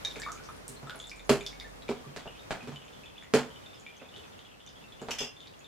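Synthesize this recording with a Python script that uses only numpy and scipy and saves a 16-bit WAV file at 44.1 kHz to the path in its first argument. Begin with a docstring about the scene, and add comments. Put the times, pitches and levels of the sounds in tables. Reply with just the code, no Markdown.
"""A quiet workshop, small and hard-walled: fuel drips from a small engine into a glass cup.
Each drop traps bubbles that pip as gliding sines and rings the glass; splash ticks add bright spray.
Someone nearby steps and knocks (ringing boards and a crack) and sets a metal tool down (scrape and ring).
Behind lie faint room hiss, a high rustle and a wavering low hum. Random decaying echoes smear the blows
and drips on their way to a camera's wide stereo microphone."""
import sys
import numpy as np
from scipy import signal
from scipy.fft import rfft, irfft, next_fast_len
from scipy.io import wavfile
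from scipy.ndimage import uniform_filter1d

SR = 44100
rng = np.random.default_rng(int(sys.argv[2]) if len(sys.argv) > 2 else 0)


def unload_wav(signal):
    """Save mono or channel-first audio to the path in sys.argv[1] as 16-bit WAV at rate SR, clipped to [-1, 1]."""
    wavfile.write(
        sys.argv[1],
        SR,
        np.round(np.clip(np.atleast_2d(signal).T, -1, 1) * 32767).astype(np.int16),
    )


N = 250387
SIZE = 16384  # samples kept of each single sound and echo response
T = np.arange(SIZE) / SR


def undb(db):
    """Turn decibels into an amplitude factor."""
    return 10 ** (np.asarray(db) / 20)


def fade(t60):
    """Exponential decay that falls 60 dB in t60 seconds."""
    return np.exp(-np.log(1000) * T / t60)


def colour(x, table):
    """Filter along the last axis by (frequency [Hz], gain [dB]) points, joined on a log frequency axis."""
    hz, db = np.transpose(table)
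    f = np.maximum(np.fft.rfftfreq(x.shape[-1], 1 / SR), 1)
    gain_db = np.interp(np.log(f), np.log(np.maximum(hz, 1)), db)
    return irfft(rfft(x) * undb(gain_db), x.shape[-1])


def unit(x):
    """Scale to an RMS of one."""
    return x / np.sqrt(np.mean(x ** 2))


def walk(rate):
    """Random levels held 1 / rate s and slewed twice."""
    hold = int(SR / rate)
    steps = np.repeat(rng.standard_normal(N // hold + 1), hold)
    return uniform_filter1d(uniform_filter1d(steps, hold), hold)[:N]


def ring(modes, scatter_db, swell=.1):
    """Decaying sines that swing up over swell cycles; every blow stirs them in another mix."""
    chance = rng.standard_normal((len(modes), 2))
    total = 0
    for (hz, db, t60), (stir, sign) in zip(modes, chance):
        swing = np.sign(sign) * np.sin(2 * np.pi * hz * T) * (1 - np.exp(-T * hz / swell))
        total = total + undb(db + scatter_db * stir) * swing * fade(t60)
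    return total


def bubble(hz, ring_s, glide=0.0067):
    """A trapped bubble swells for a cycle or two, pips and rises a little as it nears the surface."""
    swell = 1 - np.exp(-T * hz / 0.3)
    rising_time = T + glide * T ** 2 / (2 * ring_s)
    return swell * np.sin(2 * np.pi * hz * rising_time) * fade(max(ring_s, .002))


FOLLOWER_DB, FOLLOWER_DETUNE = -10, 0.078  # level of trailing bubbles, full width of their relative pitch spread
FOLLOWER_S = .03  # they trail by 0.18 to 1.18 times this


def burst(hz, ring_s, glide):
    """A bubble and two smaller ones that follow it, a little off its pitch."""
    followers = 0
    for delay, detune, level in rng.random((2, 3)):
        small = bubble(hz * (1 + FOLLOWER_DETUNE * (detune - .5)), 0.012, glide)
        followers = followers + np.roll(small, int((0.18 + delay) * FOLLOWER_S * SR)) * level
    return bubble(hz, ring_s, glide) + undb(FOLLOWER_DB) * followers


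# glass cup: ring of the cup before its level is set: (frequency [Hz], level [dB], t60 [s])
GLASS = [(2360, -14, 0.025), (3000, -25.5, 0.048), (3450, -17.5, 0.11), (3580, -2, 0.019),
         (5100, -26, 0.0069), (6940, -8, 0.0077)]
# ring against the bubble [dB], weaker for bubbles below the cup's note [Hz]
GLASS_DB, GLASS_DB_PER_OCTAVE, CUP_NOTE_HZ = -8.5, 5.5, 3520
# drops in the cup that stand out: (time [s], level [dB], bubble pitch [Hz], bubble ring t60 [s])
DROPS = [(0.0492, -22, 3730, 0.031), (0.052, -39.5, 1730, 0.022), (0.1126, -37.5, 3610, 0.013),
         (0.1584, -37.5, 2360, 0.018), (0.1987, -42, 1670, .022), (0.2184, -34.5, 1790, 0.068),
         (0.2339, -33, 2254, 0.043), (0.236, -41, 3670, 0.015), (0.2636, -27, 1182, 0.049),
         (0.2861, -28.5, 1290, 0.027), (0.3756, -46, 2360, .021), (0.396, -43, 1474, 0.041),
         (0.4889, -34.5, 1236, 0.014), (0.7656, -47, 4190, .054), (0.871, -37.5, 1306, 0.078),
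         (0.8959, -33.5, 1460, 0.029), (1.0003, -35, 3450, .014), (1.0409, -38.5, 3580, 0.027),
         (1.1151, -34.5, 2360, 0.027), (1.195, -41.5, 2360, 0.0064), (1.409, -35, 2360, 0.013),
         (1.4638, -29.5, 3600, 0.02), (1.5285, -43, 2200, 0.014), (1.599, -37.5, 3650, 0.02),
         (1.6114, -40.5, 2110, 0.017), (1.645, -39.5, 1772, 0.09), (1.8218, -44.5, 3850, 0.016),
         (1.8828, -36.5, 2350, 0.028), (2.043, -45, 1170, 0.046), (2.2761, -37.5, 2870, 0.02),
         (2.35, -48.5, 2550, 0.028), (2.372, -53, 3150, .016), (2.3935, -45.5, 3700, 0.04),
         (2.431, -51, 2500, 0.025), (2.608, -41, 2520, .023), (2.76, -36, 3000, 0.019),
         (2.8183, -45, 3020, 0.012), (2.8806, -47.5, 2480, .015), (2.9357, -48.5, 3450, .026),
         (3.0356, -43, 2580, .021), (3.0585, -43, 3450, 0.031), (3.18, -40, 3450, 0.035),
         (3.225, -43, 2000, 0.004), (3.503, -45, 3100, .023), (3.5594, -43, 3000, 0.031),
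         (3.6617, -42.5, 3580, .018), (3.7314, -46.5, 3580, 0.023), (3.8648, -36.5, 2360, 0.03),
         (4.0002, -50, 2530, 0.032), (4.0871, -48.5, 3480, 0.022), (4.14, -42.5, 3000, 0.057),
         (4.1625, -40, 3450, 0.017), (4.3919, -44.5, 3150, 0.013), (4.4498, -46.5, 3340, .018),
         (4.6738, -43, 3564, 0.029), (4.8405, -46, 2690, 0.019), (4.922, -43.5, 3450, 0.034),
         (4.996, -47, 2900, 0.022), (5.3662, -44.5, 3520, 0.018), (5.4052, -42, 3550, 0.029),
         (5.472, -46, 3800, 0.016), (5.6443, -44, 3630, .018)]


def drops():
    """Each loud drop pips a burst of bubbles and rings the glass; heard almost central."""
    out = np.zeros((2, N))
    for s, db, hz, ring_s in DROPS:
        glass_db = GLASS_DB + GLASS_DB_PER_OCTAVE * min(np.log2(hz / CUP_NOTE_HZ), 0)
        drop = burst(hz, ring_s, glide=0.013) + undb(glass_db) * ring(GLASS, scatter_db=5.5)
        add(out, s, db, drop, echoes(wet_db=-27.5, pan_db=0.4, wide_db=-1.0))
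    return out


# t60 of a tick at the middling level, growing for softer ones [per dB]
TICK_RING_S, TICK_RING_PER_DB, MIDDLING_TICK_DB = 0.0024, 0.1344, -42
SPRAY_DB = -12  # factor on the spray beside the tick's bubble
# fine spray over a splash: (frequency [Hz], gain [dB])
SPRAY = [(2500, -30), (5000, -58), (9000, 4.5), (14000, 3), (17000, -34)]
# splash ticks at the cup: (time [s], level [dB], centre pitch [Hz])
TICKS = [(0.0498, -32.5, 5800), (0.113, -47, 5400), (0.1995, -39, 7300), (0.2191, -36, 4740),
         (0.3192, -36.5, 6600), (0.3542, -51.5, 6640), (0.4382, -47, 5100), (0.6804, -35, 8430),
         (0.8968, -36.5, 3500), (0.458, -49, 6000), (0.9585, -47.5, 10400), (0.9912, -46.5, 7550),
         (1.071, -45, 7500), (1.0962, -39.5, 5100), (1.1596, -54, 6940), (1.2491, -53, 6600),
         (1.4648, -31.5, 5020), (1.5999, -40, 4600), (2.852, -56, 7000), (3.235, -56, 7000),
         (3.745, -51, 5100), (3.7983, -48.5, 6940), (3.9675, -51, 6270), (4.2755, -60, 6200),
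         (4.3824, -62, 6800), (4.6642, -47, 6200), (4.691, -50.5, 5100), (5.017, -47, 7100),
         (5.472, -47.5, 4440), (5.5934, -51, 6860)]


def ticks():
    """A splash tick is a tiny short bubble under a coloured impulse of spray, a little to the right."""
    out = np.zeros((2, N))
    impulse = 1. * (T == T[20])
    spray = colour(impulse, SPRAY) * fade(0.0063)
    for s, db, hz in TICKS:
        ring_s = TICK_RING_S * np.exp(-TICK_RING_PER_DB * (db - MIDDLING_TICK_DB))
        tick = bubble(hz, ring_s) + undb(SPRAY_DB) * spray
        add(out, s, db, tick, echoes(wet_db=-28.5, pan_db=-2.0, wide_db=0.5))
    return out


PATTER_FROM_S = 1.8
PATTER_DB, PATTER_SPREAD_DB = -56, 2.5  # faintest blip; scale of the random rise above it
# pitches the small patter in the cup favours: (frequency [Hz])
CUP_HZ = [2490, 2840, 3100, 3400, 3280]


def patter():
    """Once the cup holds a pool, small bubble bursts fall at random times near its favoured pitches."""
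    out = np.zeros((2, N))
    for when, loud, pitch, detune in rng.random((175, 4)):
        hz = CUP_HZ[int(pitch * len(CUP_HZ))] * (1 + 0.13 * (detune - .5))
        s = PATTER_FROM_S + when * ((N - 1) / SR - PATTER_FROM_S)
        db = PATTER_DB - PATTER_SPREAD_DB * np.log(1 - .95 * loud)
        blip = burst(hz, .016, glide=.14)
        add(out, s, db, blip, echoes(wet_db=-25, pan_db=0.0, wide_db=3.0))
    return out


CRACKLE_TO_S = 1.7


def crackle():
    """Fine high splash ticks while the cup is still nearly dry, a little to the left."""
    out = np.zeros((2, N))
    for when, loud, pitch in rng.random((30, 3)):
        tick = bubble(5500 * 2.23 ** pitch, 0.0047)
        add(out, when * CRACKLE_TO_S, -60 + 8 * loud, tick, echoes(wet_db=-25.5, pan_db=2.0, wide_db=-20.0))
    return out


def snap(t60):
    """A short noise burst flattened to an even spectrum, starting about 1 ms in."""
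    noise = rng.standard_normal(SIZE) * fade(t60)
    spectrum = rfft(np.roll(noise, SR // 1000))
    return irfft(spectrum / np.abs(spectrum), SIZE)


BOARD_SWELL_CYCLES = 1.45  # low boards take longer to swing up
RATTLE_T60_S = .23
# floor and bench boards, before each blow colours them: (frequency [Hz], level [dB], t60 [s])
BOARDS = [(140, -1, .2), (226, -4, .18), (248, 0.1, .18), (301, -9, .16), (404, -1, .17), (447, -1, .16),
          (540, -6, .15), (624, -9, .16)]
# crack of a blow, before its brightness tilt: (frequency [Hz], gain [dB])
CRACK = [(410, -8), (700, -1), (1020, -4.5), (1330, -4.5), (4320, -12), (5540, -16), (6070, -17),
         (6830, -15), (12200, -31), (16000, -46)]
# steps and knocks nearby:
# (time [s], thud level [dB], crack above thud [dB], thud centre [Hz], crack brightness [dB])
KNOCKS = [(0.16, -35.5, -2.5, 450, 1), (0.691, -39, -4, 199, 25), (0.829, -35, -5, 153, -13),
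          (0.947, -45.5, 6, 541, -7), (1.293, -8, -7.5, 372, 3), (1.778, -46, -40, 189, -2),
          (1.889, -19.5, -9.5, 373, -3.5), (2.059, -37, -39, 143, -1), (2.162, -36.5, 4.5, 625, 0.5),
          (2.257, -42, 9, 634, -16), (2.507, -30, 7.5, 647, -6.5), (2.628, -39.5, -3, 240, -2),
          (2.673, -32, -6.5, 203, -1), (2.719, -37, -4, 140, -3), (3.337, -7.5, -9, 427, 1.3),
          (4.014, -38.5, -23, 810, 0.1), (4.168, -45.5, -5, 433, 7), (5.016, -31, -7, 370, -8),
          (5.085, -32.5, 4, 513, -6.5), (5.205, -29, -7.5, 457, -32)]


def knocks():
    """A blow rings and rattles the boards near its own pitch, and cracks, bright or dull."""
    out = np.zeros((2, N))
    for s, db, crack_db, hz, tilt_db in KNOCKS:
        push = [(40, -45), (hz / 2.96, -8), (hz, 0), (hz * 2.32, -10), (hz * 12, -40)]
        rattle = undb(8.5) * rng.standard_normal(SIZE) * fade(RATTLE_T60_S)
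        boards = ring(BOARDS, scatter_db=3.0, swell=BOARD_SWELL_CYCLES)
        thud = colour(boards + rattle, sorted(push)) * (1 - np.exp(-T / 0.00041))
        crack = colour(colour(snap(.003), CRACK), [(700, -tilt_db), (12000, tilt_db)])
        crack = crack * fade(0.035) * (1 - np.exp(-T / 0.0018))
        thud_room = echoes(wet_db=-38, pan_db=-2.3, wide_db=3.0, lag=2, wall_db=-28.0)
        crack_room = echoes(wet_db=-23, pan_db=-0.5, wide_db=3, lag=2, wall_db=-20)
        add(out, s, db, thud, thud_room)
        add(out, s, db + crack_db, crack, crack_room)
    return out


# ring of the metal tool, before its level is set: (frequency [Hz], level [dB], t60 [s])
TOOL = [(2770, -2, .1), (3112, -4, .1), (3445, -3, .2), (5058, -3, .14), (5376, -3, .12), (6300, -5, .08)]
# scrape of the tool: (frequency [Hz], gain [dB])
TOOL_SCRAPE = [(470, -15), (800, -10.5), (2100, -4), (2770, 2.5), (4180, -10.5), (5510, 0), (8030, -11),
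               (9570, -20.5), (10600, -19.5), (11400, -22), (13600, -21), (16000, -52)]
# the tool touches down nearby: (time [s], level [dB], ring against scrape [dB])
CLINKS = [(5.1073, -25, -29), (5.1849, -25.5, -12), (5.2069, -28, -13), (5.2324, -34, -15)]


def tool():
    """Metal modes ring briefly over a bright scrape of coloured noise."""
    out = np.zeros((2, N))
    for s, db, ring_db in CLINKS:
        scrape = colour(snap(0.013), TOOL_SCRAPE) * fade(0.06)
        scrape = scrape / np.abs(scrape).max()
        metal = ring(TOOL, scatter_db=2.0)
        add(out, s, db, scrape + undb(ring_db) * metal, echoes(wet_db=-21, pan_db=0.0, wide_db=4.5))
    return out


HISS_DB, HISS_SINK_DB_PER_S = -53, 0.74  # start level and steady fall of the room hiss
# room hiss in the middle of the stereo picture: (frequency [Hz], gain [dB])
HISS_MID = [(35, -101), (60, -0.5), (113, 0.5), (290, -4.5), (350, -7), (432, -3.5), (1990, -13.5),
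            (3500, -20), (4320, -20.5), (5730, -21), (14000, -32), (15400, -32), (16500, -67)]
# room hiss at the sides: (frequency [Hz], gain [dB])
HISS_SIDE = [(35, -39), (60, -5), (252, -1.5), (559, -3.5), (1300, -9.5), (3500, -18), (6300, -22.5),
             (11600, -34), (12700, -66), (14300, -80), (16500, -51)]


def hiss():
    """Wide coloured room noise that wavers and slowly sinks."""
    n = next_fast_len(N)
    mid = unit(colour(rng.standard_normal(n), HISS_MID)[:N])
    side = unit(colour(rng.standard_normal(n), HISS_SIDE)[:N]) * undb(3.0)
    level_db = HISS_DB - HISS_SINK_DB_PER_S * np.arange(N) / SR
    return (mid + side * np.array([[1], [-1]])) * undb(level_db + 1.5 * walk(6.56))


RUSTLE_DB, RUSTLE_SINK_DB, RUSTLE_SINK_S = -57.5, 16, 1.35  # start, total fall, time constant of the fall
RUSTLE_FLICKER_DB = 5  # factor on a smoothed random walk


def rustle():
    """High noise, independent left and right, that dies down and flickers."""
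    noise = rng.standard_normal((2, next_fast_len(N)))
    treble = unit(colour(noise, [(4000, 1), (7500, -15.0), (11000, -6.0), (16000, -22)])[:, :N])
    level_db = RUSTLE_DB - RUSTLE_SINK_DB * (1 - np.exp(-np.arange(N) / SR / RUSTLE_SINK_S))
    return treble * undb(level_db + RUSTLE_FLICKER_DB * walk(25.3))


# wavering hum in the background, before the left-right offset: (time [s], level [dB])
HUM = [(0.0, -64), (0.22, -55.5), (0.45, -63), (1.0, -63), (1.2, -55.5), (1.72, -55), (2.09, -73),
       (2.34, -60.5), (2.61, -75), (3.07, -68), (3.6, -75), (4.2, -77), (4.73, -71), (5.1, -70),
       (5.68, -80)]


def hum():
    """A low sine whose pitch and level waver, stronger on the right."""
    hum_hz = 47.5 + 3.65 * walk(23.4)
    tone = unit(np.sin(2 * np.pi * np.cumsum(hum_hz) / SR)) * undb(0.7 * walk(14))
    level_db = np.interp(np.arange(N) / SR, *np.transpose(HUM))
    return tone * undb(level_db + np.array([[-4.5], [3.0]]))


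ROOM_T60_S, TREBLE_T60_S = 0.28, 0.22
WALL_S, WALL_DB = .0100, -7.5  # slap off the near wall
# echoes as the two microphone ports hear them, before each spot's width:
# (frequency [Hz], side above mid [dB])
ECHO_SIDE = [(100, -1), (400, -17), (1000, -15), (2500, -8.5), (6000, -5.5), (14000, -11)]


def echoes(wet_db, pan_db, wide_db, lag=0, wall_db=WALL_DB):
    """Stereo room response from one spot: direct sound, near-wall slap, clumpy echoes, treble dying first."""
    mid, side = rng.standard_normal((2, SIZE))
    pair = mid + undb(wide_db) * colour(side, ECHO_SIDE) * np.array([[1], [-1]])
    low = signal.sosfilt(signal.butter(1, 3000, fs=SR, output="sos"), pair)
    tail = low * fade(ROOM_T60_S) + (pair - low) * fade(TREBLE_T60_S)
    tail = tail * (1 - np.exp(-T / 0.0016))
    clumps = uniform_filter1d(np.repeat(rng.standard_normal(SIZE // 128), 128), 128)
    tail = tail * undb(wet_db + 1.84 * clumps)
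    tail[0, lag] += 1  # with a lag in samples, the left port hears the sound later
    tail[1, 0] += 1
    tail[:, int(WALL_S * SR)] += undb(wall_db)
    return tail * undb(np.array([[pan_db], [-pan_db]]) / 2)  # positive pan_db favours the left


def add(out, s, db, sound, room):
    """Play one sound through the room from s on, the RMS of its first 20 ms set 10 dB below db."""
    end_fade = np.clip((T[-1] - T) / 0.11, 0, 1)
    heard = signal.fftconvolve(sound[None], room, axes=1)[:, :SIZE] * end_fade
    start = int(s * SR)
    early = np.sqrt(np.mean(heard[:, :SR // 50].mean(0) ** 2))
    out[:, start:start + SIZE] += (heard * undb(db - 10) / early)[:, :N - start]


def scene():
    """Sum the cup, the steps, knocks and tool nearby, and the background of the room."""
    cup = drops() + ticks() + patter() + crackle()
    movement = knocks() + tool()
    background = hiss() + rustle() + hum()
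    return cup + movement + background


TOP_HZ = 16200


def record(dry):
    """The camera cuts the top with a steep low-pass."""
    return signal.sosfilt(signal.ellip(10, .2, 80, TOP_HZ, fs=SR, output="sos"), dry)


dry = scene()
out = record(dry)
unload_wav(out)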